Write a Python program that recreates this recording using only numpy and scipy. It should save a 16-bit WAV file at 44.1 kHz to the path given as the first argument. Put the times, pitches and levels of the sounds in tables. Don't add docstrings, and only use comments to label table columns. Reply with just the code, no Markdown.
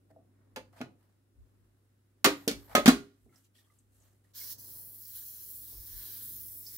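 import sys
import numpy as np
from scipy import signal
from scipy.fft import rfft, irfft, next_fast_len
from scipy.io import wavfile
from scipy.ndimage import uniform_filter1d, map_coordinates

SR = 44100
rng = np.random.default_rng(int(sys.argv[2]) if len(sys.argv) > 2 else 0)


def nominal_scale(level):
    x = np.asarray(level, float) / 20
    return 10 ** x


def waveform_to_disk(signal):
    frames = np.transpose(np.atleast_2d(signal))
    scaled = np.clip(frames, -1, 1) * 32767
    samples = np.round(scaled).astype(np.int16)
    wavfile.write(sys.argv[1], SR, samples)


N = 298557
LONG = next_fast_len(N, True)
TIME_S = np.arange(N) / SR
HZ = np.fft.rfftfreq(LONG, 1 / SR)
LOG_HZ = np.log(HZ + 1)
SIDES = np.array([[1.], [-1.]])
TOP_HZ = 15780

# opens [s], let go [s], rise [s], fall [s].
PRESSES = [
    (4.336, 4.529, 0.033, 0.05),
    (4.576, 7, 0.019, .05),
]
# time [s], flow as nozzle level [dB], aim at the metal [dB], reach into the hollow [dB].
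JET_HAND = [(4.35, -48, 8, 3), (4.4, -46, 7, 2), (4.52, -43.5, 6, -1), (4.6, -49.5, 2, 1.5),
            (4.77, -47, -3.5, 1.5), (4.91, -49.5, -4.5, 3), (5.04, -49, 1, -2), (5.17, -44.5, -1, 2),
            (5.28, -47.5, 0, -0.5), (5.42, -46.5, 1, -1), (5.54, -45.5, -2.5, -2), (5.78, -49, 2.5, 3),
            (6.04, -44, 1, 4), (6.28, -44.5, -3, 1.5), (6.35, -45, 0.5, -1.5), (6.6, -47, -5, -0.5),
            (6.67, -48.5, 6, -3.5), (6.77, -45.5, 2.5, 0)]
# frequency [Hz], density [dB per Hz].
JET_SPECTRUM = [(530, -45), (900, -30.5), (1280, -27), (1770, -22.5), (2020, -23.5), (2690, -30),
                (3190, -23), (3770, -17.5), (4800, -12), (7860, -17), (8550, -20.5), (10600, -12.5),
                (11600, -12), (15100, -1), (16000, -1.5)]
# frequency [Hz], side minus mid [dB].
JET_SIDE = [(60, -6), (110, -11), (200, -8), (380, -6), (700, 5), (1290, -5.5), (2380, -7.5), (4400, -1.5),
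            (8120, -2), (15000, -21.5)]
# echo delay [ms], drift [ms], gain [ratio].
NEARBY = [(.25, .06, .15), (.62, .1, .14), (.87, .08, -.13), (1.2, .06, .13), (1.9, .1, .08)]
# (time [s], peak [dB], low mode [Hz], upper mode [dB],
# upper mode [Hz]).
THUDS = [
    (0.22, [(0.104, -67, 290, -58, 648), (0.162, -60, 291, -54.5, 658)]),
    (0.16, [(0.565, -54, 340, -47, 682), (0.57, -51.5, 258, -34.5, 507), (0.805, -36.5, 250, -41, 665)]),
    (.06, [(0.8135, -29, 256.6, -36, 620)]),
    (.19, [(2.245, -27, 256, -33.5, 591), (2.255, -23.5, 307, -27, 385), (2.266, -20.5, 298, -21, 400.5)]),
    (.12, [(2.476, -23.5, 283, -24.5, 449), (2.509, -35, 226, -38.5, 452), (2.75, -21, 251, -15.5, 602.5), (2.775, -25.5, 225.5, -21, 574), (2.791, -31.5, 243, -26.5, 598)]),
    (.15, [(2.8585, -19.5, 218, -22.5, 340), (2.878, -6.5, 247, -21, 470), (2.8827, -9, 266, -27, 625), (3.261, -58, 231, -62, 390.4)]),
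]
# (time [s], peak [dB], low mids [dB], treble [dB],
# left minus right [dB]).
CRACKS = [
    (0.08, [(0.5605, -43, -47, -51, -2.5), (.569, -49, -52, -60, -2)]),
    (0.033, [(0.7274, -78, -74, -74, -4), (0.8054, -54, -56, -71, -4.0), (0.8135, -41.5, -41, -52, -1)]),
    (.073, [(2.2441, -17.5, -20, -19.5, -1), (2.2483, -17.5, -30, -31.5, -3.5), (2.2609, -23, -27.5, -33.5, 1.5), (2.4782, -24.5, -41.5, -30.5, -2), (2.5121, -40, -50, -44, 2.5)]),
    (.099, [(2.751, -21, -24, -27, -2)]),
    (.076, [(2.8583, -18.5, -24, -27.5, -3.5), (2.8655, -23, -35, -35, -4), (2.878, -18, -24.5, -22.5, -1.5), (2.884, -22, -31, -32, -3)]),
]
# (frequency [Hz], peak [dB]).
CLANGS = [
    (.561, 0.11, -1, [(600, -43.5), (860, -46), (1420, -50), (1678, -47), (2070, -56), (2665, -49), (2560, -56), (4264, -60), (6240, -56)]),
    (.8135, 0.059, -2, [(1448, -41), (1950, -52), (2702, -57), (3000, -50.5), (4113, -52)]),
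    (2.245, 0.1, -2, [(1138, -27), (1765, -21), (2050, -30), (3140, -29.5), (3350, -29), (3930, -29), (4354, -32), (4745, -32), (4930, -31), (5550, -32.5)]),
    (2.264, 0.13, -2, [(540, -25.5), (940, -31), (1240, -31), (1557, -33), (1925, -33), (2401, -31), (3680, -34.5)]),
    (2.479, 0.18, -2, [(560, -40), (1430, -47), (1985, -43), (2298, -41), (3390, -45), (3700, -43), (4238, -40.5), (4895, -46), (5900, -43)]),
    (2.751, .14, -0.5, [(350, -26), (1263, -21), (1625, -29), (1890, -32), (2070, -30), (2645, -34), (2850, -36), (3265, -36), (3575, -35.5), (4700, -36)]),
    (2.859, 0.098, -3, [(950, -32.5), (1310, -33.5), (1490, -32.5), (1855, -33.5), (2030, -31.5), (2945, -32), (4404, -32), (5780, -34)]),
    (2.879, 0.1, -2.5, [(850, -32), (1165, -31.5), (1420, -21), (1660, -28), (1855, -32.5), (2165, -33.5), (3705, -33.5), (3960, -28), (4165, -27), (4560, -32.5)]),
]
# time [s], peak [dB], frequency [Hz], t60 [s], left
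# minus right [dB].
TICKS = [(3.294, -66, 1327, 0.037, -3.5), (3.3578, -60, 5470, 0.061, -9), (3.4428, -63, 6830, 0.048, 2.5),
         (3.552, -62, 3340, 0.047, 1.0), (3.5844, -60, 3420, 0.054, 0.5), (3.6994, -66, 2060, 0.045, -4),
         (3.7866, -59.5, 7570, 0.05, 5), (4.0206, -63.5, 6200, 0.05, 4.5), (4.2458, -67.5, 1826, 0.047, -2),
         (0.779, -58, 2480, 0.087, -6), (3.322, -64, 1357, 0.07, -2.5), (3.554, -70, 1893, 0.07, -2.0),
         (3.5844, -62, 1880, 0.07, -3), (3.6696, -72.5, 1183, 0.079, -4), (3.7, -66, 1180, .12, -2),
         (3.64, -70, 3300, .08, 0), (4.0, -64, 7300, .06, 2), (.11, -68, 1800, .06, -2),
         (3.6, -71, 2300, .07, -2), (.732, -58, 700, 0.066, 0), (.758, -64, 760, .09, 0),
         (3.293, -67.5, 2100, .06, -2), (3.326, -68, 2040, .06, -2), (3.36, -68, 1340, .09, -2),
         (3.362, -69, 2095, .05, -2), (3.358, -62, 7600, .05, 0), (3.58, -63, 5620, .05, 0),
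         (4.4093, -54, 2165, 0.063, -9)]
# time [s], peak [dB], frequency [Hz], t60 [s], left minus right [dB].
SPITS = [
    (5.05, -52, 5260, .05, 4.5),
    (6.664, -41, 5120, 0.069, -3),
]
# time [s], level [dB], rise [s], fall [s] (over 20 dB), bright minus dull [dB].
RUBS = [(0.117, -74, 0.033, 0, -9), (0.4, -83, 0.17, 0.5, -19), (.735, -68, .012, .08, -10),
        (0.77, -62.5, 0.037, 0.07, -12.5), (1.015, -80, .07, 0.25, -6), (1.42, -88, 0.13, 2.5, -3),
        (2.35, -63.5, .05, 0.2, -14), (2.43, -69, .1, 0.17, -3), (2.53, -68, .03, 0.02, -5),
        (2.62, -70, .2, 0.3, -0.5), (2.73, -52, 0.059, 0.03, -11), (3.22, -101, .12, 0.5, 16),
        (3.285, -74, .03, -0.1, -10), (3.34, -79, .03, .06, -7), (3.365, -78, 0.069, 0.1, 6.5),
        (3.62, -83, .04, .07, -2), (3.67, -87, .1, 0.36, 6.5), (3.95, -87.5, 0.051, 0.2, 12.5),
        (4.244, -82.5, .012, 0.17, 2.5), (4.03, -79.5, 0.1, 0.23, 3.5)]
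# time [s], level [dB], rise [s], fall [s] (over 20 dB),
# bright minus dull [dB].
FINGERS = [(0.795, -69, .04, .02, -5), (3.452, -95, 0.024, .04, 21), (3.557, -81, 0.019, 0.044, 6),
           (3.59, -84.5, 0.036, .05, 12), (3.796, -100, 0.051, .04, 18)]
# time [s], level [dB], rise [s], fall [s] (over 20 dB).
GRIP = [(4.74, -69, 0.3, 0.34), (4.42, -72, .08, .2), (5.73, -67, .03, 0.12), (6.07, -72, .1, .1)]
# time [s], level [dB], rise [s], fall [s] (over 20 dB).
DRAG = [(2.42, -70, .15, 0.5), (2.64, -70, .2, 0.4)]
# time [s], level [dB].
HUM_LEVEL = [(0.0, -70), (0.13, -67), (0.28, -69.5), (0.7, -64.5), (1.2, -72.5), (1.49, -68.5), (1.75, -70),
             (2.2, -70.5), (2.4, -65), (2.9, -62.5), (3.1, -71), (3.67, -72.5), (4.32, -69), (4.6, -63.5),
             (5.2, -69), (5.66, -66.5), (6.1, -62.5), (6.77, -65)]
# frequency [Hz], density [dB per Hz].
MURMUR_SPECTRUM = [(74, -30), (125, 0), (151, -16), (273, -11), (384, -16), (454, -21), (588, -25.5),
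                   (710, -30.5), (779, -31), (1500, -38.5), (1950, -71.5), (3300, -120)]
# time [s], level [dB], time to fall 20 dB either way [s].
STAND_BUMPS = [(0.6, -69, 0.14), (0.84, -69, 0.08), (1.41, -53, 0.06), (1.63, -72, 0.2), (2.3, -53, 0.06),
               (2.57, -53, .1), (2.79, -57, 0.16), (2.9, -47, 0.13), (3.26, -64.5, 0.06), (3.98, -73, 0.34),
               (4.5, -69.5, 0.2), (4.75, -69.5, 0.13), (4.95, -68, 0), (5.17, -67.5, 0.2), (5.32, -70, 0.5),
               (5.62, -64.5, 0.2), (5.79, -49, .07), (5.96, -50.5, 0.1), (6.13, -59.5, 0), (6.22, -55.5, 0),
               (6.45, -60.5, 0.3), (6.77, -57, -0.07)]
# frequency [Hz], density [dB per Hz].
CAPSULE_SPECTRUM = [(1000, -3), (1500, 0), (2500, -5), (5000, -8), (7500, -8), (9500, -5), (11500, -8),
                    (15700, -8)]

VALVE_SHUT_DB = -27
SPLASH_DB = -16.5
HOLLOW_DB, HOLLOW_PER_FLOW, HOLLOW_PER_AIM, FLOW_MEAN_DB = -72, 1.86, 0.94, -47
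FIRST_WIDE_DB = 9.5
BENCH_FROM_S, BENCH_TO_S = 2, 3
FRAME_T60_S, FRAME_PER_BLOW = .6, .45
BLOW_LAG_S = .00017
RUB_MIDDLE_DB, FINGER_MIDDLE_DB, MIDDLE_SHARE = -6, 3, 0.59
SWELL_POWER = 1.5
HUM_HZ, MURMUR_DB = 100, -6.5
STAND_DB, STAND_PER_GAIN, GAIN_MEAN_DB = -81, 1.1, -70
RUMBLE_DB, RUMBLE_PER_BLOW, RUMBLE_RISE_S, RUMBLE_FALL_S = -43, 0.47, .03, .14
CAPSULE_DB = -86
ROOM_T60_S, ROOM_DB = 0.19, -8


def unit(x):
    return x / np.sqrt(np.mean(x ** 2))


def colour(table):
    hz, db = np.transpose(table)
    return np.interp(LOG_HZ, np.log(hz), db)


def curves(rows):
    s, *columns = np.transpose(rows)
    return [np.interp(TIME_S, s, column) for column in columns]


def walk(rate_hz):
    hold = int(SR / rate_hz)
    levels = np.repeat(rng.standard_normal(N // hold + 1), hold)[:N]
    return unit(uniform_filter1d(levels, hold))


def swells(rows):
    power = np.zeros(N)
    for s, db, rise_s, fall_s in rows:
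        span = slice(int(max(s - 4 * rise_s, 0) * SR), int((s + 4 * fall_s) * SR))
        lag_s = TIME_S[span] - s
        drop_db = 20 * np.maximum(-lag_s / rise_s, lag_s / fall_s) ** SWELL_POWER
        power[span] += nominal_scale(db - drop_db) ** 2
    return np.sqrt(power)


def hiss(lo_hz, hi_hz, shape_db, side_db, swell_db, flicker_db, rate_hz):
    bands = max(round(2 * np.log2(hi_hz / lo_hz)), 1)
    edges = np.log(np.geomspace(lo_hz, hi_hz, bands + 1))
    spectrum = rfft(rng.standard_normal((2, LONG)))
    spectrum *= nominal_scale(np.array([shape_db, shape_db + side_db])) * (HZ < TOP_HZ)
    spectrum *= np.clip(1 + 8 * np.minimum(LOG_HZ - edges[0], edges[-1] - LOG_HZ), 0, 1)
    out = 0
    for a, b in zip(edges, edges[1:]):
        offset = np.clip((LOG_HZ - (a + b) / 2) / (b - a), -1, 1)
        band = irfft(spectrum * np.cos(offset * np.pi / 2), LONG)[:, :N]
        out = out + band * nominal_scale(flicker_db * walk(rate_hz))
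    out = out * nominal_scale(swell_db)
    mid, side = out / np.sqrt(np.mean(out[0] ** 2))
    return mid + SIDES * side


def ring(hz, gain, t60_s, phase, push_s):
    t = np.arange(int(min(.4, 1.3 * np.max(t60_s)) * SR))[:, None] / SR
    modes = gain * np.sin(2 * np.pi * hz * t + phase)
    fade = np.exp(-np.log(1000) * t / t60_s)
    return (modes * fade * (1 - np.exp(-t / push_s))).sum(axis=1)


def add(out, s, sound, pan_db):
    i = int(s * SR)
    out[:, i:i + sound.shape[-1]] += sound[..., :N - i] * nominal_scale(SIDES * pan_db / 2)


def valve():
    flow_db, aim_db, reach_db = curves(JET_HAND)
    gate = 0
    for opens_s, shuts_s, rise_s, fall_s in PRESSES:
        s = [opens_s, opens_s + rise_s / 2, opens_s + rise_s, shuts_s, shuts_s + fall_s]
        gate = gate + nominal_scale(np.interp(TIME_S, s, [VALVE_SHUT_DB, -3, 0, 0, VALVE_SHUT_DB], -150, -150))
    hollow_db = HOLLOW_DB + HOLLOW_PER_FLOW * (flow_db - FLOW_MEAN_DB) + HOLLOW_PER_AIM * aim_db + reach_db
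    nozzle = gate * nominal_scale(flow_db)
    splash = gate ** 0.58 * nominal_scale(flow_db + SPLASH_DB + aim_db)
    return nozzle, splash, gate ** .55 * nominal_scale(hollow_db)


def near_echoes(jet):
    start = int(PRESSES[0][0] * SR)
    here, out = np.arange(N - start), jet.copy()
    for delay_ms, drift_ms, gain in NEARBY:
        lag = (delay_ms + drift_ms * walk(2.5)[start:]) * SR / 1000
        out[:, start:] += [gain * map_coordinates(port[start:], [here - lag], order=3) for port in jet]
    return out / np.sqrt(1 + sum(row[2] ** 2 for row in NEARBY))


def spray():
    nozzle, splash, hollow = valve()
    shape, side = colour(JET_SPECTRUM), colour(JET_SIDE)
    sputter = 0.72 * walk(120.) + 0.39 * walk(45.)
    gas = nozzle * hiss(7530.0, 16030.0, shape, side, sputter, 0.28, 11.0) * nominal_scale(-.4 * SIDES)
    first = TIME_S < PRESSES[1][0]
    scatter = SIDES * (gas[0] - gas[1]) / 2 * (nominal_scale(FIRST_WIDE_DB) - 1) * first
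    drops = splash * nominal_scale(-1.2 * SIDES) * hiss(4080.0, 8970.0, shape, side, 0.95 * sputter, 1.0, 9.7)
    housing = hollow * nominal_scale(-.8 * SIDES) * hiss(796.0, 4195.0, shape, side, .5 * sputter, 1.6, 16.0)
    return near_echoes(gas + scatter + drops + housing)


def thuds():
    out = np.zeros((2, N))
    spread = np.arange(6) > 0
    for t60_s, s, low_db, low_hz, up_db, up_hz in [(t60_s, *r) for t60_s, rows in THUDS for r in rows]:
        near, size = rng.standard_normal((2, 2, 6))
        hz = np.array([[low_hz], [up_hz]]) * np.exp(np.array([[.2], [.3]]) * near * spread)
        db = np.array([[low_db], [up_db + 0.5]]) - spread * (np.array([[15], [8]]) + 2.1 * size)
        lasting_s = t60_s * np.array([[1.01], [.55]]) * (1 - 0.061 * spread)
        if BENCH_FROM_S < s < BENCH_TO_S:
            frame_db = FRAME_PER_BLOW * low_db + np.array([-30.5, -36.5])
            frame = ring(np.array([283, 403]), nominal_scale(frame_db), FRAME_T60_S, 0, .01)
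        else:
            frame = ring(hz[:, 0] * 1.1, nominal_scale(db[:, 0] - 20), 2.1 * t60_s, 0, 0.011)
        add(out, s, frame * np.hanning(2 * len(frame))[len(frame):], 0)
        add(out, s, ring(hz.ravel(), nominal_scale(db.ravel()), lasting_s.ravel(), 0, 0.0014), 0)
    return signal.sosfilt(signal.butter(2, 100, "high", fs=SR, output="sos"), out)


def cracks():
    out, t = np.zeros((2, N)), np.arange(16384) / SR
    octaves = np.log2(np.fft.rfftfreq(len(t), 1 / SR) + 1)
    band_hz = np.log([700, 1300, 3500, 9500, 15500])
    for t60_s, s, db, mids_db, treble_db, pan_db in [(t60_s, *r) for t60_s, rows in CRACKS for r in rows]:
        noise = rfft(rng.standard_normal((2, len(t)))) * (octaves < np.log2(TOP_HZ))
        rattle = nominal_scale(2.0 * np.repeat(rng.standard_normal(len(t) // 64), 64))
        levels_db = [mids_db - 10, mids_db - 5, db - 11.5, treble_db - 7.0, treble_db - 11.5]
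        sound = 0
        for hz in 700 * 2 ** np.arange(0, 4.6, .5):
            band_db = np.interp(np.log(hz), band_hz, levels_db)
            mask = np.cos(np.clip(2 * (octaves - np.log2(hz)), -1, 1) * np.pi / 2)
            fade = nominal_scale(-60 * t / (t60_s * (hz / 3000) ** -.2)) + 0.5 * np.exp(-t / 0.0017)
            width = [[1], [min(hz / 3000, 1)]]
            sound = sound + nominal_scale(band_db) * unit(irfft(noise * mask)) * fade * width
        mid, side = sound * rattle * (1 - np.exp(-t / 0.00045))
        add(out, s, mid * nominal_scale(1.0) + 0.9 * SIDES * side, pan_db)
        place, size, phase = rng.random((3, 14))
        partial_db = mids_db + place * (db - mids_db) - 18 - 8 * size
        partials = ring(900 * 5.5 ** place, nominal_scale(partial_db), 1.6 * t60_s, 2 * np.pi * phase, 0.00062)
        add(out, s, partials, pan_db)
    return out


def clangs():
    out = np.zeros((2, N))
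    for s, t60_s, pan_db, partials in CLANGS:
        hz, db = np.transpose(partials)
        phase = 2 * np.pi * rng.random(len(hz))
        add(out, s, ring(hz, nominal_scale(db), t60_s * (hz / 2000) ** -.1, phase, 0.00082), pan_db)
    return out


def ticks():
    out = np.zeros((2, N))
    for s, db, hz, t60_s, pan_db in TICKS + SPITS:
        spread, phase = rng.standard_normal((2, 40))
        mode_hz = hz * np.exp(0.079 * spread * (hz / 4000) ** 0.94)
        mode_db = db - 15.0 - 2.6 * spread ** 2
        add(out, s, ring(mode_hz, nominal_scale(mode_db), t60_s, 3 * phase, 0.0015), pan_db)
    return out


def strokes():
    rows = [(*r, RUB_MIDDLE_DB) for r in RUBS] + [(*r, FINGER_MIDDLE_DB) for r in FINGERS]
    return [swells([(s, db + share * tilt_db + on * middle_db, rise_s, fall_s)
                    for s, db, rise_s, fall_s, tilt_db, middle_db in rows])
            for share, on in [(0, 0), (MIDDLE_SHARE, 1), (1, 0)]]


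def rubs():
    dull, middle, bright = strokes()
    flat, grain = np.zeros(len(HZ)), 1.5 * walk(200.)
    dull_shape, grip_shape = -4 * np.log2(HZ / 500 + 1), -12 * np.log2(HZ / 400 + 1)
    return (dull * hiss(454.6, 2320.0, dull_shape, -3.0, grain, 1.5, 23.0)
            + middle * hiss(2200., 5978.0, flat, -1.0, grain, 0.44, 33.0)
            + bright * hiss(5800.0, 15806.0, flat, -1.5, grain, 1.7, 25.0)
            + swells(GRIP) * hiss(230.0, 1420.0, grip_shape, -2.5, grain, 1.8, 17.0))


def drag():
    return swells(DRAG) * hiss(12000., 14000., np.zeros(len(HZ)), -3.0, 1.5 * walk(90.), 1.0, 25.)


def backdrop():
    gain_db = curves(HUM_LEVEL)[0]
    rumble = swells([(r[0] + RUMBLE_RISE_S, RUMBLE_DB + RUMBLE_PER_BLOW * r[1], RUMBLE_RISE_S, RUMBLE_FALL_S)
                     for _, rows in THUDS for r in rows])
    tremor = nominal_scale(STAND_DB + STAND_PER_GAIN * (gain_db - GAIN_MEAN_DB))
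    bumps = swells([(s, db, width_s, width_s) for s, db, width_s in STAND_BUMPS])
    return nominal_scale(gain_db), np.hypot(nominal_scale(gain_db + MURMUR_DB), rumble), np.hypot(tremor, bumps)


def yard():
    hum, murmur, shake = backdrop()
    line = np.sqrt(2) * np.sin(2 * np.pi * HUM_HZ * TIME_S + 0.17 * walk(6.3)) * nominal_scale(.6 * walk(4.9))
    side = colour([(100, -9.5), (300, -9.0), (700, 0.5), (1300, 2.2)])
    air = nominal_scale(2.0) * hiss(125., 1500., colour(MURMUR_SPECTRUM), side, .8 * walk(3.7), .8, 4.0)
    stand = hiss(41.0, 82., -9 * np.log2(HZ / 50 + 1e-3) ** 2, -2.5, 0, 1.5, 12.)
    envelope = np.abs(signal.hilbert(stand, LONG)[:, :N]).mean(axis=0)
    stand = stand / (.7 * envelope + .08) ** .85
    capsule = nominal_scale(CAPSULE_DB) * hiss(1000.0, 20000.0, colour(CAPSULE_SPECTRUM), .3, 0, 0.3, 14.0)
    return hum * line + murmur * air + shake * stand + capsule


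def shed(x):
    t = np.arange(int(.4 * SR)) / SR
    fade = (nominal_scale(-60 * t / ROOM_T60_S) + nominal_scale(-26 - 60 * t / 0.49)) * (1 - np.exp(-t / 0.0023))
    mid, side = rng.standard_normal((2, len(t))) * fade
    side = signal.sosfilt(signal.butter(1, 1300, "high", fs=SR, output="sos"), side)
    no_bass = signal.butter(2, 380, "high", fs=SR, output="sos")
    tail = signal.lfilter([1], [1, -.35], signal.sosfilt(no_bass, mid + 1.1 * SIDES * side))
    tail = tail / np.sqrt(np.sum(tail ** 2, axis=1, keepdims=True))
    return signal.fftconvolve(x, tail, axes=1)[:, :N]


def scene():
    jet, blows, small = spray(), thuds() + cracks() + clangs(), ticks()
    near = blows + nominal_scale(ROOM_DB) * shed(blows)
    near[0] = np.roll(near[0], round(BLOW_LAG_S * SR))
    walls = nominal_scale(ROOM_DB) * shed(small + nominal_scale(-5.5) * jet)
    return jet + near + small + walls + rubs() + drag() + yard()


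def roll_off(x):
    return signal.sosfilt(signal.butter(12, 16990, fs=SR, output="sos"), x)


def record(dry):
    low_pass = signal.ellip(6, .3, 60, 15950, fs=SR, output="sos")
    return roll_off(signal.sosfilt(low_pass, np.tanh(dry)))


dry = scene()
out = record(dry)
waveform_to_disk(out)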